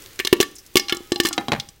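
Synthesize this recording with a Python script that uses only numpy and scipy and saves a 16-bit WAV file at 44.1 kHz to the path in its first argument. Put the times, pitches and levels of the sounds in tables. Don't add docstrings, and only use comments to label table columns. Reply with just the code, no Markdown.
import sys
import numpy as np
from scipy import signal
from scipy.fft import rfft, irfft
from scipy.io import wavfile

SR = 44100
rng = np.random.default_rng(int(sys.argv[2]) if len(sys.argv) > 2 else 0)


def materialize(psi):
    bounded = np.clip(np.atleast_2d(psi).T, -1, 1)
    quanta = np.round(bounded * 32767).astype(np.int16)
    wavfile.write(sys.argv[1], SR, quanta)


N = 79380
T = np.arange(N) / SR


def amp(db):
    return 10 ** (np.asarray(db) / 20)


def fade(t60):
    return np.exp(-np.log(1000) * T / t60)


def add(out, start_s, x):
    i = int(np.clip(start_s * SR, 0, N - 1))
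    out[i:] += x[:N - i]


def pulse(width_s):
    t = T / width_s
    return t * np.exp(1 - t) * (1 - t / 2)


CLICK_RISE_S = 0.0002
CONTACT_DB, CONTACT_S = -2.5, 0.00031


def burst(hz, octaves, t60):
    edges = hz * 2 ** (np.array([-.5, .5]) * octaves)
    edges = np.clip(edges, [20, 40], [15000, 20000])
    sos = signal.butter(2, edges, "band", fs=SR, output="sos")
    shape = fade(t60) + amp(CONTACT_DB) * np.exp(-T / CONTACT_S)
    shape *= 1 - np.exp(-T / CLICK_RISE_S)
    x = signal.sosfilt(sos, rng.standard_normal(N) * (shape + 1e-12))
    return x * np.sqrt(2 * np.sum(fade(t60) ** 2) / np.sum(x ** 2))


def treble(t60):
    return burst(6900 * np.sqrt(2), 2, t60)


RING_OCTAVES = 0.22
SPLIT_HZ, TWIN_DB = 6.5, -6


def ring(modes, hz=None, octaves=RING_OCTAVES):
    out, t = np.zeros(N), T[:SR // 2]
    draws = rng.standard_normal((len(modes), 4))
    for (f, db, t60), (size_db, phase, split, twin_phase) in zip(modes, draws):
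        weight = 1 if hz is None else 1 / np.hypot(1, np.log2(f / hz) / octaves)
        main = np.sin(2 * np.pi * (f * t + phase))
        twin = amp(TWIN_DB) * np.sin(2 * np.pi * ((f + SPLIT_HZ * split) * t + twin_phase))
        decay = np.exp(-np.log(1000) * t / t60)
        out[:len(t)] += weight * amp(db + size_db) * (main + twin) * decay
    return out


RUMBLE_DB, RUMBLE_HZ = -57.5, 113


def rumble():
    x = signal.sosfilt(signal.butter(2, RUMBLE_HZ, fs=SR, output="sos"), rng.standard_normal(N))
    return amp(RUMBLE_DB) * x / x.std()


ROOM_DB, ROOM_T60_S, ROOM_TOP_HZ = -21, 0.37, 8100


def kitchen(x):
    soft = signal.butter(1, ROOM_TOP_HZ, fs=SR)
    tail = signal.lfilter(*soft, rng.standard_normal(N))
    tail *= fade(ROOM_T60_S) * (1 - np.exp(-T / 0.0015))
    return signal.fftconvolve(x, tail / np.sqrt(np.sum(tail ** 2)))[:N]


# (frequency [Hz], relative level [dB per Hz])
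AIR_COLOUR = [(30, -1.5), (80, -1), (180, -17), (360, -1.5), (650, -14), (2000, -10.5), (5500, -13.5),
              (10000, -19.5), (16000, -14.5)]
# (time [s], level [dB])
SIZZLE_LEVEL = [(0, -44), (.15, -47), (.6, -53), (.73, -51), (1.05, -48.5), (1.6, -50), (1.8, -59.5)]
SPIT_PER_S, SPIT_HZ, SPIT_T60_S = 70, 8000, .012
SPIT_DB, SPIT_SPREAD_DB = -5, 4


def sizzle():
    hz, db = np.array(AIR_COLOUR).T
    bins_hz = np.arange(N // 2 + 1) * SR / N
    colour = amp(np.interp(np.log(bins_hz + 1), np.log(hz), db))
    hiss = irfft(rfft(rng.standard_normal(N)) * colour, N)
    spits = np.zeros(N)
    for place, size, pitch in rng.random((int(SPIT_PER_S * N / SR), 3)):
        spit = burst(SPIT_HZ * 2 ** (pitch - .5), 1.4, SPIT_T60_S)
        excess_db = SPIT_SPREAD_DB * min(-np.log(1 - size), 3)
        add(spits, place * N / SR, amp(SPIT_DB + excess_db) * spit)
    times, level_db = np.array(SIZZLE_LEVEL).T
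    return amp(np.interp(T, times, level_db)) * (hiss / hiss.std() + spits)


# (time [s], frequency [Hz], hum level relative to the thumps [dB])
AIR_IN_PAN = [(0.398, 373, -37.5), (1.198, 340.7, -31), (1.381, 299.2, -10.5), (1.551, 160, -20)]
HUM_T60_S, HUM_WIDTH_HZ = 0.4, 21


def hum():
    times, hz, db = np.array(AIR_IN_PAN).T
    power = np.zeros(N)
    for start_s, thump_db, *_ in BURSTS:
        add(power, start_s, (amp(thump_db) * fade(HUM_T60_S)) ** 2)
    slow = signal.butter(2, HUM_WIDTH_HZ, fs=SR, output="sos")
    a, b = signal.sosfilt(slow, rng.standard_normal((2, N)))
    phase = 2 * np.pi * np.cumsum(np.interp(T, times, hz)) / SR
    wander = (a * np.cos(phase) + b * np.sin(phase)) / a.std()
    return np.sqrt(power) * amp(np.interp(T, times, db)) * wander


RATTLE_HZ, RATTLE_T60_S = 560, .15
RATTLE_GRAIN_S, RATTLE_GRAIN_DB = 0.0036, 9


def rattle():
    sizes = amp(RATTLE_GRAIN_DB * np.clip(rng.standard_normal(N), -2, 2))
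    grain = (T / RATTLE_GRAIN_S).astype(int)
    return burst(RATTLE_HZ, 3.13, RATTLE_T60_S) * sizes[grain]


BOOM_T60_S, BOOM_RISE_S = 0.078, 0.0021
BOOM_NOISE_DB, BOOM_NOISE_RATIO, BOOM_NOISE_T60_S = -15, 0.87, .2


def boom(hz):
    x = np.sin(2 * np.pi * hz * T) * fade(BOOM_T60_S)
    x += amp(BOOM_NOISE_DB) * burst(hz * BOOM_NOISE_RATIO, 1.5, BOOM_NOISE_T60_S)
    return x * (1 - np.exp(-T / BOOM_RISE_S))


# (frequency [Hz], level [dB], t60 before any damping by hand [s])
LID_RESONANCES = [(722, 3, 0.09), (806, -5.5, 0.77), (1084, 6, 0.015), (1266, -15, 0.6), (1396, -9, 0.27),
                  (1765, -6.5, 0.19), (2090, -10, 0.16), (3220, 1, 0.045), (3880, 2, 0.06)]
# (time [s], lid ring level [dB], favoured frequency [Hz])
LID_TOUCHES = [(.7694, -37.5, 820), (.8955, -24, 1370), (1.1592, -30, 829), (1.31, -23.5, 1274)]
# (time [s], clank level [dB], clank frequency [Hz], boom level [dB], boom frequency [Hz],
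#   lid ring level [dB])
LID_KNOCKS = [(1.3793, -19, 1800, -13.5, 311, -22.5), (1.4838, -27, 2530, -14.5, 233, -30),
              (1.5195, -16, 1620, -17, 152, -31.5), (1.5325, -24, 1570, -21, 202, -38),
              (1.5495, -29, 1360, -28, 152, -38), (1.578, -45, 980, -27.5, 140, -65)]
TAP_OCTAVES, LID_HELD_T60_S = 0.071, 0.44
CLANK_T60_S, CLANK_OCTAVES = 0.03, 2.1
CLANK_TREBLE_DB, SNAP_DB, SNAP_S, RATTLE_DB = -28, 15, 0.0002, -16


def lid():
    out, snap = np.zeros(N), -pulse(SNAP_S)
    for start_s, db, hz in LID_TOUCHES:
        add(out, start_s, amp(db) * ring(LID_RESONANCES, hz, TAP_OCTAVES))
    for start_s, clank_db, hz, boom_db, boom_hz, ring_db in LID_KNOCKS:
        clank = burst(hz, CLANK_OCTAVES, CLANK_T60_S)
        clank += amp(CLANK_TREBLE_DB) * treble(CLANK_T60_S)
        clank += amp(SNAP_DB) * snap + amp(RATTLE_DB) * rattle()
        metal = fade(LID_HELD_T60_S) * ring(LID_RESONANCES, hz, octaves=1.6)
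        add(out, start_s, amp(clank_db) * clank + amp(boom_db) * boom(boom_hz) + amp(ring_db) * metal)
    return out


# (frequency [Hz], ring level [dB], t60 before the corn damps it [s])
PAN_RESONANCES = [(1146.6, -1, 0.43), (1706, -9.5, 0.065), (1780, -2.5, 0.14), (2179, -3, 0.12),
                  (2813, -13.5, 0.08), (2876, -2.5, 0.07), (3153, -11.5, 0.09), (3433, -6.5, .089),
                  (4130, -5.5, .055), (4900, -13.5, 0.42), (5285, -8, 0.088), (5850, -10, 0.075)]
RING_DAMP_T60_S, RING_FREE_DB = 0.082, -24


def pan_ring(hz):
    return (fade(RING_DAMP_T60_S) + amp(RING_FREE_DB)) * ring(PAN_RESONANCES, hz)


BODY_DB, BODY_DRY_DB, BODY_WIDTH_HZ = -5.5, -0.5, 103


def body(x):
    peaks = sum(signal.lfilter(*signal.iirpeak(f, f / BODY_WIDTH_HZ, fs=SR), x) for f, _, _ in PAN_RESONANCES)
    return amp(BODY_DRY_DB) * x + amp(BODY_DB) * peaks


THUMP_RISE_S, THUMP_T60_S = 0.001, 0.048
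THUD_DB, THUD_RATIO, THUD_T60_S = -14.5, 0.821, 0.051
HOLLOW_DB, HOLLOW_HZ = -24, 860
PUFF_DB, PUFF_S = -8.5, 0.00069


def thump(hz):
    swing = np.sin(2 * np.pi * hz * T) * fade(THUMP_T60_S)
    swing += amp(THUD_DB) * np.sin(2 * np.pi * hz * THUD_RATIO * T) * fade(THUD_T60_S)
    swing *= 1 - np.exp(-(T / THUMP_RISE_S) ** 2)
    hollow = burst(HOLLOW_HZ, 0.68, THUMP_T60_S)
    return -swing + amp(HOLLOW_DB) * hollow - amp(PUFF_DB) * pulse(PUFF_S)


# (time [s], tick level [dB], tick frequency [Hz], tick width [octaves],
#   treble level [dB], t60 [s], pan ring level [dB], favoured ring frequency [Hz], thud level [dB])
KERNEL_HITS = [(.061, -35, 4360, 1.5, -42, 0.0095, -47, 2200, -54.5),
               (.191, -25, 3100, 2.35, -50, 0.051, -28, 2230, -28.5),
               (.199, -21.5, 2130, 0.79, -29.5, 0.042, -20, 1840, -20.5),
               (0.2494, -21, 3850, 1.3, -28.5, 0.031, -13.5, 4230, -20),
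               (.271, -21, 3800, 6.8, -36, 0.026, -22.5, 1800, -31),
               (0.2738, -11.5, 4350, 1.06, -32, 0.0089, -40, 4250, -34),
               (.365, -44, 5000, 1.1, -54, 0.052, -67, 2900, -47),
               (.409, -18.5, 4000, 2.6, -47, 0.063, -19.5, 2800, -38),
               (.412, -18.5, 6200, 0.36, -21, 0.018, -14, 5950, -57),
               (.428, -21, 3500, 1.2, -22, 0.025, -18, 1860, -21.5),
               (.553, -41.5, 7900, .54, -68, 0.063, -56, 5700, -59),
               (0.564, -40, 5770, 0.39, -56.5, 0.035, -73.5, 5700, -100),
               (0.583, -42.5, 5520, 0.35, -45, 0.085, -69, 5306, -83),
               (.663, -49, 6040, 0.92, -46, .05, -70, 5580, -64),
               (0.7691, -10, 4020, 1.57, -16.5, 0.046, -11, 2120, -11),
               (.796, -22.5, 5200, .3, -29, .03, -12, 5350, -26.5),
               (.8839, -27, 4020, 0.92, -42, .028, -20.5, 4000, -45),
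               (.8954, -22, 2870, 1.7, -47, 0.056, -31, 2220, -50),
               (.947, -37, 3980, 3, -39, 0.043, -40, 2900, -26),
               (.969, -26.5, 5600, 0.87, -42, 0.015, -53, 5700, -28),
               (1.005, -59, 4440, 1.7, -55, 0.029, -61, 4200, -28),
               (1.1593, -24, 4540, 1.2, -48.5, 0.013, -17.5, 3950, -23.5),
               (1.234, -35, 7300, 0.45, -36, 0.082, -22.5, 4660, -53),
               (1.2551, -20.5, 3520, 2.7, -21.5, 0.015, -18.5, 1130, -61),
               (1.2585, -23, 3960, 1.3, -27, 0.021, -15.5, 2230, -51),
               (1.267, -24, 3300, 3.4, -31.5, 0.064, -23, 4070, -24),
               (1.287, -27, 5160, 1.5, -21.5, .019, -20.5, 4070, -27.5),
               (1.3286, -27, 4400, 1.7, -51, 0.057, -21.5, 4930, -32),
               (1.3301, -20.5, 7700, .26, -48, 0.01, -40, 5700, -48),
               (1.5988, -22, 4080, 0.93, -40.5, 0.031, -25.5, 4050, -54),
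               (1.688, -39, 6410, 0.91, -59, .036, -36.5, 4840, -40)]


def ticks():
    out, clicks = np.zeros(N), np.zeros(N)
    times, air_hz, _ = np.array(AIR_IN_PAN).T
    for start_s, db, hz, octaves, treble_db, t60, ring_db, ring_hz, thud_db in KERNEL_HITS:
        add(clicks, start_s, amp(db) * burst(hz, octaves, t60))
        spray = amp(treble_db) * treble(t60)
        metal = amp(ring_db) * pan_ring(ring_hz)
        thud = amp(thud_db) * thump(np.interp(start_s, times, air_hz))
        add(out, start_s, spray + metal + thud)
    return out + body(clicks)


# (frequency [Hz], level [dB], t60 [s])
BARK_RESONANCES = [(2705, -2, 0.021), (3000, 3, 0.025), (3295, -10.5, 0.021), (3472, -1, 0.039),
                   (4050, -10.5, 0.11), (5040, -14, 0.017)]
# (time [s], thump level [dB], thump frequency [Hz], crack level [dB], crack frequency [Hz],
#   bark level [dB], favoured bark frequency [Hz], steam hiss level [dB], pan ring level [dB],
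#   favoured ring frequency [Hz])
BURSTS = [(0.3275, 3, 369.4, -14, 2530, -12.5, 2700, -15.5, -16, 1260),
          (0.4018, -2.5, 375, -17, 3660, -10, 2830, -21.5, -20.5, 2200),
          (0.7557, -3, 357, -19, 4300, -11.5, 2980, -16, -17.5, 1200),
          (0.9234, -12.5, 353, -24, 3300, -10.5, 3010, -28, -13.5, 1900),
          (1.1193, -6.5, 349, -19.5, 4550, -15.5, 4500, -42.5, -18, 1400),
          (1.2002, -8, 349, -14, 4650, -14, 3150, -23.5, -15.5, 1710),
          (1.25, -13, 333, -19.5, 3150, -15.5, 3600, -35, -23, 1210)]
CRACK_LAG_S, CRACK_T60_S, CRACK_OCTAVES, BARK_OCTAVES = .0007, 0.029, 1.34, 0.12


def pops():
    out, cracks = np.zeros(N), np.zeros(N)
    for start_s, thump_db, thump_hz, crack_db, crack_hz, bark_db, bark_hz, hiss_db, ring_db, ring_hz in BURSTS:
        add(out, start_s, amp(thump_db) * thump(thump_hz))
        crack_s = start_s + CRACK_LAG_S
        add(cracks, crack_s, amp(crack_db) * burst(crack_hz, CRACK_OCTAVES, CRACK_T60_S))
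        bark = amp(bark_db) * ring(BARK_RESONANCES, bark_hz, BARK_OCTAVES)
        metal = amp(ring_db) * pan_ring(ring_hz)
        hiss = amp(hiss_db) * treble(CRACK_T60_S)
        add(out, crack_s, bark + metal + hiss)
    return out + body(cracks)


LOW_CUT_HZ = 12


def scene():
    pan = pops() + hum() + ticks() + lid()
    pan = signal.lfilter(*signal.butter(1, LOW_CUT_HZ, "high", fs=SR), pan)
    return (pan + amp(ROOM_DB) * kitchen(pan) + sizzle() + rumble())[None]


CUT_HZ = 15850


def record(dry):
    clipped = np.clip(dry, -1, 1)
    return signal.sosfilt(signal.ellip(8, .2, 70, CUT_HZ, fs=SR, output="sos"), clipped)


dry = scene()
out = record(dry)
materialize(out)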